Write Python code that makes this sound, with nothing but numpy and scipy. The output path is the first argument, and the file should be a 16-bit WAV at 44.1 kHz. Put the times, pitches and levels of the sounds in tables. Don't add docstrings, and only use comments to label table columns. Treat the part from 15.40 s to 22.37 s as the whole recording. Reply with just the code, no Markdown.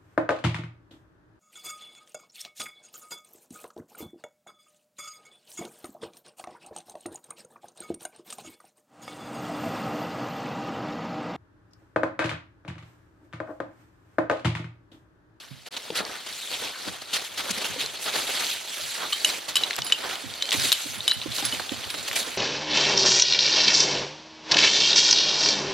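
import sys
import numpy as np
from scipy import signal
from scipy.fft import rfft, irfft
from scipy.io import wavfile
from scipy.ndimage import uniform_filter1d

SR = 44100
rng = np.random.default_rng(int(sys.argv[2]) if len(sys.argv) > 2 else 0)


def invert_db(x):
    u = np.asarray(x, float) / 20
    return 10 ** u


def file_out(sig):
    cols = np.atleast_2d(sig).T
    lim = np.clip(cols, -1, 1)
    pcm = np.round(lim * 32767).astype(np.int16)
    wavfile.write(sys.argv[1], SR, pcm)


N = 307509

# start in seconds, end in seconds, fade-in in seconds.
SHOT_CHANGE = (0.2875, 0.3065, 0.011)
# time in seconds, bearing from 1 (left) to -1 (right).
TEAM_BEARING = [
    (0.5, 0.32),
    (2.2, 0.24),
    (3.2, -1.1),
    (6.9, -1.2),
]

# frequency in Hz, density in dB per Hz.
WIND_COLOUR = [(30, -40), (45, -36), (60, -15), (75, -2.5), (125, -0.5), (170, -8.5), (250, -4.5)]
# start in seconds, peak in dB.
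GROUND_SHAKES = [(0.11, -46), (0.57, -45.5), (1.465, -41), (1.739, -58), (2.096, -40), (2.292, -42),
                 (2.422, -45), (3.416, -47), (4.08, -48), (4.383, -37), (4.855, -38.5), (5.165, -32.5),
                 (5.215, -41), (5.269, -48), (5.483, -39), (5.577, -41), (5.762, -42), (5.84, -50),
                 (5.878, -34), (6.037, -37), (6.16, -39), (6.33, -44), (6.367, -40), (6.463, -44),
                 (6.576, -42), (6.7, -41), (6.89, -48)]

# frequency in Hz, density in dB per Hz.
GROUND_COLOUR = [(60, -56), (170, -13.5), (350, -5), (650, -3.5), (1050, -6.5), (1400, -4), (1900, -5),
                 (2500, -4), (3100, -1), (4400, -1.5), (5400, -8.5), (7000, -11.5), (11000, -15),
                 (14000, -21), (16000, -30), (16700, -60)]
# frequency in Hz, level in dB.
SIDE_WIDTH = [(100, -1), (250, -3), (700, -3.5), (1300, -6.5), (2400, -9.5), (3200, -13), (4400, -13),
              (5800, -5), (8000, 1.5), (15000, 0.5)]
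# frequency in Hz, likeness from 0 to 1.
SIDE_LIKENESS = [(150, 0.04), (600, 0.27), (2000, 0.35), (4000, 0.3), (6000, 0.02)]
# frequency in Hz, likeness from 0 to 1.
CAPSULE_LAG = [(2000, 0.13), (7000, 0.4)]
# time in seconds, level in dB.
BEDDING_SHUFFLE = [(0.0, -47), (0.12, -52), (0.27, -53.5), (0.322, -45), (0.336, -42.5), (0.74, -44),
                   (1.2, -45.5), (1.61, -45), (1.9, -43), (2.48, -39), (3.2, -42.5), (4.07, -40.5),
                   (4.94, -40), (5.5, -40), (5.81, -39.5), (6.35, -38.5), (6.97, -42)]
# middle in seconds, level in dB, weight in dB,
# half length in seconds.
HOOF_DRAGS = [(0.61, -45.5, 7.5, 0.11), (1.012, -40, -15.5, 0.28), (1.194, -37, -9, 0.11),
              (1.454, -39.5, -5.5, 0.22), (1.784, -35.5, -8, 0.13), (2.182, -36, -7.5, 0.36),
              (2.785, -31.5, -6, 0.12), (2.936, -32, -8, 0.31), (3.053, -33.5, -12.5, 0.28),
              (3.43, -34.5, -14.5, 0.29), (3.624, -39, 3.5, 0.097), (3.776, -36.5, -12, 0.27),
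              (3.921, -33, -6, 0.14), (4.251, -36, -4.5, 0.15), (4.48, -41.5, -1, 0.12),
              (4.69, -35.5, -2.5, 0.19), (5.104, -43, -6, 0.13), (5.235, -28, -13.5, 0.19),
              (5.42, -37, -19, 0.32), (5.682, -39, -6.5, 0.084), (5.975, -31.5, -15, 0.081),
              (6.095, -34.5, -8.5, 0.17), (6.542, -39, -6.5, 0.17), (6.79, -35, -7, 0.27)]
# start in seconds, peak in dB, weight in dB, T60 in seconds.
CHIP_CRUSHES = [(0.2576, -30, -7, 0.046), (0.3634, -18.5, -7.5, 0.027), (0.546, -15, -9, 0.1),
                (0.579, -22.5, 0, 0.042), (0.5974, -30.5, 10.5, 0.034), (0.65, -29, -3, 0.27),
                (0.8589, -24, -7, 0.037), (0.882, -27, -7.5, 0.054), (1.1043, -20.5, -8.5, 0.1),
                (1.2156, -23, -6, 0.18), (1.468, -24.5, -5, 0.052), (1.6127, -24.5, -6, 0.029),
                (1.729, -12.5, -13.5, 0.084), (1.842, -25.5, -20, 0.073), (1.97, -17.5, -7.5, 0.089),
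                (2.103, -13.5, -32, 0.027), (2.08, -23, -3, 0.056), (2.172, -19, -7, 0.038),
                (2.205, -23, -6, 0.059), (2.238, -18, -10.5, 0.068), (2.3848, -17.5, -12.5, 0.11),
                (2.413, -37, 2, 0.059), (2.604, -24, -36, 0.17), (2.652, -19.5, -3.5, 0.088),
                (2.675, -22.5, -2, 0.055), (2.738, -22, -1.5, 0.13), (3.093, -21.5, -24, 0.086)]
# start in seconds, peak in dB, weight in dB, T60 in seconds.
SNOW_CRUSHES = [(3.5174, -25.5, -11, 0.23), (3.867, -17.5, -12, 0.077), (4.0788, -19, -8, 0.07),
                (4.377, -17.5, -3, 0.035), (4.6194, -32, 8.5, 0.16), (5.118, -13, -8.5, 0.069),
                (5.1971, -28, -20, 0.12), (5.978, -22, -6, 0.11), (6.125, -26, -11, 0.072),
                (6.1943, -24, 3, 0.023), (6.291, -29, -5, 0.11), (6.5376, -20.5, 2.5, 0.024),
                (6.6763, -12.5, -10, 0.022), (6.753, -15.5, -12, 0.088), (6.785, -22.5, -36, 0.066)]

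# start in seconds, peak in dB, pitch in Hz, left over right in dB.
HOOF_THUDS = [(0.108, -36, 135, -23), (0.337, -42, 542, -11), (0.502, -8, 460, 4), (0.518, -23, 335, 2),
              (0.601, -18, 423, 8), (1.111, -33, 497, 9), (1.22, -24, 488, -1.5), (1.473, -23, 310, 7),
              (1.478, -35, 173, 2), (2.059, -24, 542, -6), (2.105, -16, 207, 1), (2.172, -28, 225, -4),
              (2.183, -31, 526, 0), (2.36, -19.5, 502, -2), (2.376, -33, 277, -5), (2.436, -29, 450, -9),
              (2.658, -29, 643, 9), (2.739, -30, 507, 4), (3.394, -31, 610, -8), (3.863, -26, 600, -6),
              (4.08, -40, 613, -15), (4.385, -22, 678, 4), (4.837, -31, 277, -14), (5.033, -34, 553, -0.5),
              (5.146, -19.5, 292, -14), (5.251, -26, 275, -7), (5.456, -27, 285, -12),
              (5.568, -38, 210, -7), (5.858, -13.5, 303, -12), (5.86, -26, 540, -4), (6.024, -22, 303, -6),
              (6.025, -22, 800, 1), (6.197, -26, 736, -5), (6.132, -29, 588, -10), (6.128, -28, 256, -14),
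              (6.318, -11.5, 271, -15.5), (6.541, -34.5, 315, -1.5), (6.684, -39, 560, 17),
              (6.812, -35, 225, -9), (6.867, -34, 472, -10), (6.87, -31, 278, -9)]
# start in seconds,
# peak in dB.
SHARP_SNAPS = [(2.7633, -16), (2.9027, -26), (4.3645, -15), (4.3895, -25), (5.6787, -20), (6.1965, -30),
               (6.692, -22), (6.7306, -20), (6.758, -16), (6.9068, -23), (3.1155, -23), (5.1285, -13),
               (4.7555, -23)]
# start in seconds, peak in dB, pitch in Hz.
TWIG_SNAPS = [(0.3663, -20, 4000), (0.5037, -22, 2830), (0.651, -19, 4540), (0.927, -25, 4000),
              (1.001, -27, 4100), (1.074, -21.5, 3420), (1.0267, -26, 3730), (1.284, -28, 3850),
              (1.347, -29, 1590), (1.358, -26.5, 1510), (1.773, -23, 3840), (2.461, -17.5, 4140),
              (3.067, -14.5, 3940), (3.114, -18, 4160), (3.2951, -23, 4160), (3.17, -26, 2100)]
# start in seconds, peak in dB, pitch in Hz.
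BUCKLE_TICKS = [(4.308, -13.5, 2300), (4.3085, -16, 4120), (4.337, -21, 3940), (4.5, -18.5, 2280),
                (5.1266, -9, 3350), (5.138, -25, 3500), (5.198, -11, 4070), (5.821, -24, 3840),
                (5.963, -19, 4000), (6.442, -21.5, 3060), (6.879, -29, 3500), (4.331, -17, 3520),
                (4.3568, -19.5, 5350), (4.3642, -30, 7850), (4.364, -28, 5300), (4.4196, -12, 3600),
                (4.71, -19, 2980), (4.7553, -17.5, 2940), (4.9384, -22, 3770), (5.0552, -19.5, 4220),
                (5.0908, -17, 3180), (5.108, -10, 4750), (5.1186, -6, 3320), (5.124, -23, 3280),
                (5.6052, -23, 3670), (5.67, -24, 3650), (5.7184, -16.5, 1800), (5.8159, -18.5, 3440),
                (5.918, -23, 3570), (5.922, -22, 4000), (5.983, -15, 3900), (6.0244, -18, 3600),
                (6.1477, -16, 3020), (6.2933, -16, 2780), (6.1962, -19, 1570), (6.5025, -14, 3850),
                (6.5947, -19, 3850), (6.677, -24, 3330), (6.7128, -16, 1910), (6.7308, -18, 2380),
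                (6.061, -18, 4970), (5.9848, -21, 1110), (6.0305, -25, 4360)]

# start in seconds, peak in dB, pitch in Hz, T60 in seconds.
LINK_CHIMES = [
    (4.4445, -25, 9900, 0.06),
    (4.4657, -28, 9900, 0.068),
    (5.5807, -29, 9980, 0.03),
    (5.7324, -24.5, 10000, 0.046),
    (6.0511, -14, 9900, 0.05),
    (6.5024, -28, 9910, 0.06),
    (6.5544, -40, 7250, 0.18),
    (6.6263, -31, 7260, 0.065),
    (6.8798, -32, 7240, 0.067),
]
# multiple of the pitch, level in dB.
LINK_PARTIALS = [(.5, -10), (1.0, 0), (1.095, -14), (1.368, -14)]
# start in seconds, level in dB, pitch in Hz, T60 in seconds.
LARGE_RING_NOTES = [(3.726, -14, 3000, 0.037), (3.7313, -22.5, 3140, 0.13), (3.8463, -16, 3100, 0.036),
                    (3.847, -9.5, 2960, 0.037), (3.858, -30, 3020, .15), (4.1553, -10, 3020, 0.042),
                    (4.1558, -22, 2780, .06), (4.169, -8, 3020, 0.029), (4.188, -30, 3060, .2),
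                    (4.2346, -22.5, 2880, 0.056), (4.419, -26, 2990, 0.046), (4.4655, -31, 3040, .12),
                    (4.523, -8, 3020, 0.035), (4.5225, -22, 3400, 0.026), (4.544, -30.5, 3080, .13),
                    (4.544, -25, 2840, 0.083), (5.0092, -31, 3080, 0.3), (5.1194, -24, 3270, .1),
                    (5.329, -15, 3170, 0.036), (5.338, -29, 3060, 0.15), (5.678, -17, 3020, 0.058),
                    (5.699, -20, 3010, .062), (5.7135, -29, 2870, 0.073), (5.7254, -24, 2960, .07),
                    (5.741, -33, 3020, .12), (6.1256, -20, 3000, 0.055)]
# start in seconds, level in dB, pitch in Hz, T60 in seconds.
SMALL_RING_NOTES = [(3.7265, -23, 4260, .035), (3.7305, -31, 4060, 0.18), (3.7305, -32, 3760, .15),
                    (3.727, -31.5, 1180, 0.056), (3.803, -28, 4460, 0.067), (3.8458, -17.5, 3880, .05),
                    (3.8458, -16, 6410, .02), (3.9, -21.5, 4070, 0.041), (4.1558, -19, 3930, 0.089),
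                    (4.1558, -26, 5180, .06), (4.157, -31.5, 1160, .06), (4.168, -26, 3920, 0.07),
                    (4.2358, -12, 3930, 0.03), (4.4655, -37, 6860, .1), (4.175, -30, 3400, 0.037),
                    (4.239, -29, 5200, .04), (4.528, -31, 2500, .025), (4.4655, -35, 3900, 0.076),
                    (4.5225, -21, 3850, 0.057), (5.003, -45, 4190, .3), (5.0232, -23, 3850, 0.056),
                    (5.0232, -30, 4140, 0.18), (5.0232, -26, 6770, .015), (5.3188, -20, 4240, 0.054),
                    (5.3188, -19, 3700, .03), (5.3266, -17, 3900, 0.022), (5.6785, -15, 3830, 0.082),
                    (5.6785, -16.5, 3560, 0.036), (5.6795, -32, 4960, .07), (5.6795, -33, 6950, 0.078),
                    (5.6975, -17, 3910, 0.07), (5.7118, -11, 4020, 0.043), (5.7135, -29, 4440, 0.073),
                    (5.736, -42, 3970, 0.14), (6.0512, -31, 5650, 0.064), (6.0512, -29, 3540, 0.092),
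                    (5.6052, -19.5, 3780, 0.024), (5.8155, -22.5, 3860, 0.022), (5.8222, -21, 3980, .025),
                    (5.918, -24, 4120, 0.022), (4.3095, -26, 4270, 0.036)]
# start in seconds, level in dB, pitch in Hz, T60 in seconds.
STUD_NOTES = [(3.7265, -34, 7240, .08), (3.8458, -39, 7300, .06), (4.443, -33, 4970, 0.17),
              (4.4435, -42, 13250, 0.14), (4.5225, -30, 7460, .05), (4.5225, -31, 6840, .05),
              (5.024, -41, 7680, .07), (5.3262, -22, 11600, 0.035), (5.3188, -26, 8560, 0.06),
              (5.3262, -28, 6850, .03), (5.3262, -24, 8700, .035), (5.3188, -32, 13950, .04),
              (5.3188, -32, 13420, .04), (5.678, -29, 8480, 0.079), (5.6785, -29.5, 10200, 0.069),
              (5.6785, -39, 11600, .1), (5.6785, -44, 12950, .12), (4.1558, -39, 12100, .06),
              (4.364, -32, 12500, .015), (6.0512, -40, 9390, .06)]
# start in seconds, peak in dB, pitch of the strike in Hz,
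# chatter in dB, upper modes in dB.
HARNESS_BLOWS = [(3.724, -21, 3830, -2, -16), (3.7305, -10, 4170, -5, -14), (3.8466, -6.5, 3050, -3.5, -7),
                 (3.9004, -20, 3950, -3, -20), (4.156, -12, 3620, 4, -2.5), (4.1673, -7.5, 3880, -3, -9),
                 (4.236, -10, 3840, -11, -33), (4.466, -24, 2970, 4, -14), (4.516, -17, 2500, -12, -25),
                 (4.5223, -4.5, 3300, -5, -32), (4.5297, -14, 3300, -5, -30), (5.024, -7.5, 3700, -8, -28),
                 (5.3191, -1, 3870, -10, -31), (5.3266, -1, 3960, -9, -35), (5.6791, -5.5, 4030, -5.5, -35),
                 (5.6957, -17, 3800, -1, -27), (5.7133, -11, 4070, -12, -32), (5.718, -8, 3840, -16, -32),
                 (6.0509, -19.5, 4700, 6, -24), (6.125, -15, 3450, -8, -25)]
# frequency in Hz, level in dB, T60 in seconds.
STEEL_MODES = [(7187, -5, 0.05), (7714, -2, 0.05), (8510, -3, 0.06), (10370, -3, 0.055), (11570, -17, 0.12),
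               (13070, -14, 0.12)]


def evened(x):
    return x / np.sqrt(np.mean(x ** 2) + 1e-20)


def smoothed(x, size):
    return uniform_filter1d(x, size=size)


def read(points, hz):
    f, value = np.transpose(points)
    return np.interp(np.log(hz + 1), np.log(f + 1), value)


def add(mix, s, sound):
    part = mix[:, round(s * SR):][:, :sound.shape[1]]
    part += sound[:, :part.shape[1]]


def left_right(mid, side):
    return np.array([mid + side, mid - side])


def build_up(count, rise_s):
    return 1 - np.exp(-np.arange(count) / SR / rise_s)


def ring(hz, t60, phase=0.0):
    t = np.arange(round(.16 * SR)) / SR
    return np.sin(2 * np.pi * hz * t + phase) * invert_db(-60 * t / t60)


def rattle(length_s, low_hz=2300, high_hz=6500, order=2):
    count = 700
    t = np.arange(count) / SR
    burst = rng.standard_normal((2, count)) * build_up(count, .0001) * np.exp(-t / length_s)
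    burst = signal.lfilter(*signal.butter(order, [low_hz, high_hz], "band", fs=SR), burst)
    return burst / abs(burst).max()


def above(x, hz):
    return signal.sosfilt(signal.butter(3, hz, "high", fs=SR, output="sos"), x)


def hum(pitch_hz=43, level_db=-77, side_db=8, waver=.3):
    slow = evened(smoothed(smoothed(rng.standard_normal(N), 6000), 6000))
    phase = 2 * np.pi * np.cumsum(pitch_hz + slow) / SR
    tone = invert_db(level_db) * np.sin(phase) * (1 + waver * slow[::-1])
    return left_right(tone, -invert_db(side_db) * tone)


def rumble(wind_db=-69, lumpy_db=2, side_db=5.5, rise_s=0.0035, t60=0.27, crest_db=-6):
    hz, t = np.fft.rfftfreq(N, 1 / SR), np.arange(0, N, 64) / SR
    colour = invert_db(read(WIND_COLOUR, hz)) * (hz < 260)
    mid, side = irfft(rfft(rng.standard_normal((2, N))) * colour, N)
    start, peak_db = np.transpose(GROUND_SHAKES)
    age = np.maximum(t - start[:, None], 0)
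    shakes = invert_db(peak_db + crest_db) @ ((1 - np.exp(-age / rise_s)) * invert_db(-60 * age / t60))
    lumps = evened(smoothed(smoothed(rng.standard_normal(len(t)), 25), 25))
    level = np.repeat((invert_db(wind_db) + shakes) * invert_db(lumpy_db * lumps), 64)[:N]
    return smoothed(level, 64) * left_right(evened(mid), invert_db(side_db) * evened(side - 0.45 * mid))


def clearing(x, t60=0.55, wet_db=-16):
    length = SR // 3
    taps = np.zeros((2, length))
    slots = np.arange(200, length - 20, 20)
    at = slots + rng.integers(0, 20, (2, len(slots)))
    np.put_along_axis(taps, at, rng.choice([-1., 1.], at.shape), 1)
    taps *= invert_db(-60 * np.arange(length) / SR / t60)
    echoes = signal.fftconvolve(x, taps / np.linalg.norm(taps[0]), axes=1)[:, :N]
    return x + invert_db(wet_db) * echoes


def grains(per_s=5000, spread_db=1.0, hiss=0.98, snap_s=0.00059):
    size = invert_db(spread_db * np.minimum(rng.exponential(1, N), 3)) * (rng.random(N) < per_s / SR)
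    direction = np.clip(rng.standard_normal((2, N)), -2, 2)
    colour = rng.integers(0, 6, N) == np.arange(6)[:, None, None]
    shapes = rng.standard_normal((6, 1, 128)) * np.exp(-np.arange(128) / SR / snap_s)
    bursts = signal.oaconvolve(size * direction * colour, shapes, axes=2).sum(0)[:, :N]
    return evened(bursts) + hiss * rng.standard_normal((2, N))


def weighted(weight_db, fizz_db, skim=0.27, heavy_db=7, muffle=1.7):
    fizz_db = fizz_db - skim * (weight_db + 8.0) - muffle * max(weight_db - heavy_db, 0)
    return invert_db(2 * np.array([[0], [weight_db], [fizz_db]]))


def drag_power(t, fizz_db=-8.5, spray=0.065):
    power = 0
    for middle, db, weight_db, half_s in HOOF_DRAGS:
        swell = np.cos(np.pi / 2 * np.clip((t - middle) / half_s, -1, 1)) ** 2
        power = power + invert_db(2 * db) * weighted(weight_db, fizz_db + spray * (db + 46)) * swell ** 2
    return power


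def crush_power(t, fizz_db=-10.5, snow_crisp_db=2.5, hold=2.46, crest_db=-11):
    power = 0
    for table, crisp_db in ((CHIP_CRUSHES, 0), (SNOW_CRUSHES, snow_crisp_db)):
        for s, db, weight_db, t60 in table:
            age, rise = np.maximum(t - s, 0), 0.11 * t60
            sink = np.minimum(age / max(rise, .008), 1) ** 2
            give = invert_db(-120 * (np.maximum(age - rise, 0) / t60) ** hold)
            power = power + invert_db(2 * (db + crest_db)) * weighted(weight_db, fizz_db + crisp_db) * sink * give
    return power


def ground(shuffle_low_db=-7, shuffle_fizz_db=-9, patchy_db=2.0, flicker_db=1.05):
    hz, t, (mid, other) = signal.stft(grains(), SR, nperseg=256, noverlap=192)
    shuffle_db = np.interp(t, *np.transpose(BEDDING_SHUFFLE))
    shuffle = invert_db(2 * (shuffle_db + np.array([[0], [shuffle_low_db], [shuffle_fizz_db]])))
    power = shuffle + drag_power(t) + crush_power(t)

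    low, fizz = read([(1200, 1), (2500, 0)], hz), read([(5000, 0), (7000, 1)], hz)
    regions = np.array([1 - low - fizz, low, fizz]) * invert_db(2 * read(GROUND_COLOUR, hz))
    regions *= len(hz) / regions.sum(1)[:, None]
    patches = uniform_filter1d(rng.standard_normal(mid.shape), size=5, axis=0)
    patches = evened(smoothed(patches, 14))
    flicker = evened(smoothed(rng.standard_normal(len(t)), 8))
    gain = np.sqrt(regions.T @ power / 2) * invert_db(patchy_db * patches + flicker_db * flicker)

    bearing = np.interp(t, *np.transpose(TEAM_BEARING))
    in_step = np.outer(read(SIDE_LIKENESS, hz), bearing - .3)
    likeness = in_step + 1j * (0.12 + np.outer(read(CAPSULE_LAG, hz), bearing))
    unlike = np.sqrt(np.clip(1 - abs(likeness) ** 2, 0, 1))
    side = invert_db(read(SIDE_WIDTH, hz))[:, None] * (likeness * mid + unlike * other)
    return signal.istft(left_right(mid * gain, side * gain), SR, nperseg=256, noverlap=192)[1][:, :N]


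def hooves(soften_s=0.0044, overtone_db=-11, under_db=-14, heel_db=-15, heel_s=.016, apart=0.51):
    out = np.zeros((2, N))
    for s, db, hz, pan_db in HOOF_THUDS:
        t60 = 0.063 * invert_db(-0.5 * (db + 30))
        modes = ((0.995, 0, t60), (1.91, overtone_db, 1.1 * t60), (0.494, under_db, 1.36 * t60))
        knock = np.array([sum(invert_db(d) * ring(k * hz, ring_s, phase) for k, d, ring_s in modes)
                          for phase in (0, apart)])
        knock *= invert_db(db + np.array([[.5], [-.5]]) * pan_db) * build_up(knock.shape[1], soften_s)
        add(out, s, knock)
        add(out, s + heel_s, invert_db(heel_db) * knock)
    return out


def snaps(length_s=0.00046, low_hz=1300, high_hz=9000, side_db=-8):
    out = np.zeros((2, N))
    for s, db in SHARP_SNAPS:
        crack = invert_db(db) * rattle(length_s, low_hz, high_hz, order=1)
        add(out, s, left_right(crack[0], invert_db(side_db) * crack[1]))
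    return out


def twigs_and_buckles(ring_db=-7, crack_db=-2, side_db=-13, spread=1.43):
    out = np.zeros((2, N))
    for s, db, hz in TWIG_SNAPS + BUCKLE_TICKS:
        t60 = 0.022 * invert_db(-0.35 * (db + 24.5))
        crack = invert_db(db + crack_db) * rattle(0.089 * t60, hz / spread, hz * spread)
        note = invert_db(db + ring_db) * ring(hz, t60)
        add(out, s, left_right(crack[0], invert_db(side_db) * crack[1]))
        add(out, s, left_right(note, invert_db(side_db) * note))
    return out


def chain(rise_s=0.0014):
    out = np.zeros((2, N))
    for s, db, hz, t60 in LINK_CHIMES:
        mid, side = (sum(invert_db(d) * ring(k * hz, t60, phase) for k, d in LINK_PARTIALS) for phase in (0, 2.2))
        add(out, s, invert_db(db - 3.0) * build_up(len(mid), rise_s) * left_right(mid, side))
    return out


def rings(flutter=.36, build_s=.0005):
    out = np.zeros((2, N))
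    for s, db, hz, t60 in LARGE_RING_NOTES + SMALL_RING_NOTES + STUD_NOTES:
        mid, side = ring(hz, t60), invert_db(read(SIDE_WIDTH, hz)) * ring(hz, t60, 1.65)
        waver = evened(smoothed(rng.standard_normal(len(mid)), 200))
        size = invert_db(db) * (1 + flutter * waver) * build_up(len(mid), build_s)
        add(out, s, size * left_right(mid, side))
    return out


def harness(scatter_db=2, side_db=-6, strike_t60=0.004, chatter_s=0.0028, crack_side_db=-14, top_db=-10):
    out = np.zeros((2, N))
    hz, mode_db, t60 = np.transpose(STEEL_MODES)[:, :, None]
    for s, db, strike_hz, chatter_db, upper_db in HARNESS_BLOWS:
        gain, tune, turn = rng.standard_normal((3, 6, 1))
        size = invert_db(db + upper_db + mode_db + top_db + scatter_db * gain)
        mid, side = ((size * ring(hz + 15 * tune, t60, phase)).sum(0) for phase in (0, 2 * turn))
        strike = invert_db(db) * ring(strike_hz, strike_t60)
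        crack = invert_db(db + chatter_db) * rattle(chatter_s)
        add(out, s, left_right(mid + strike, invert_db(side_db) * side + invert_db(crack_side_db) * strike))
        add(out, s, left_right(crack[0], invert_db(crack_side_db) * crack[1]))
    return out


def scene():
    small_parts = above(snaps() + twigs_and_buckles() + chain() + rings() + harness(), 800)
    struck = small_parts + above(hooves(), 100)
    return hum() + rumble() + ground() + clearing(struck)


def band_limit(x):
    return signal.sosfilt(signal.butter(12, 16640, fs=SR, output="sos"), x)


def record(dry):
    t, (start, end, fade) = np.arange(N) / SR, SHOT_CHANGE
    gate = np.where(t < start, 1, np.clip((t - end) / fade, 0, 1))
    mix = signal.lfilter(*signal.butter(2, 35, "high", fs=SR), dry) * gate
    top_edge = signal.firwin(255, 16300, window=("kaiser", 9), fs=SR)
    mix = signal.oaconvolve(mix, top_edge[None], "same")
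    return band_limit(mix)


dry = scene()
out = record(dry)
file_out(out)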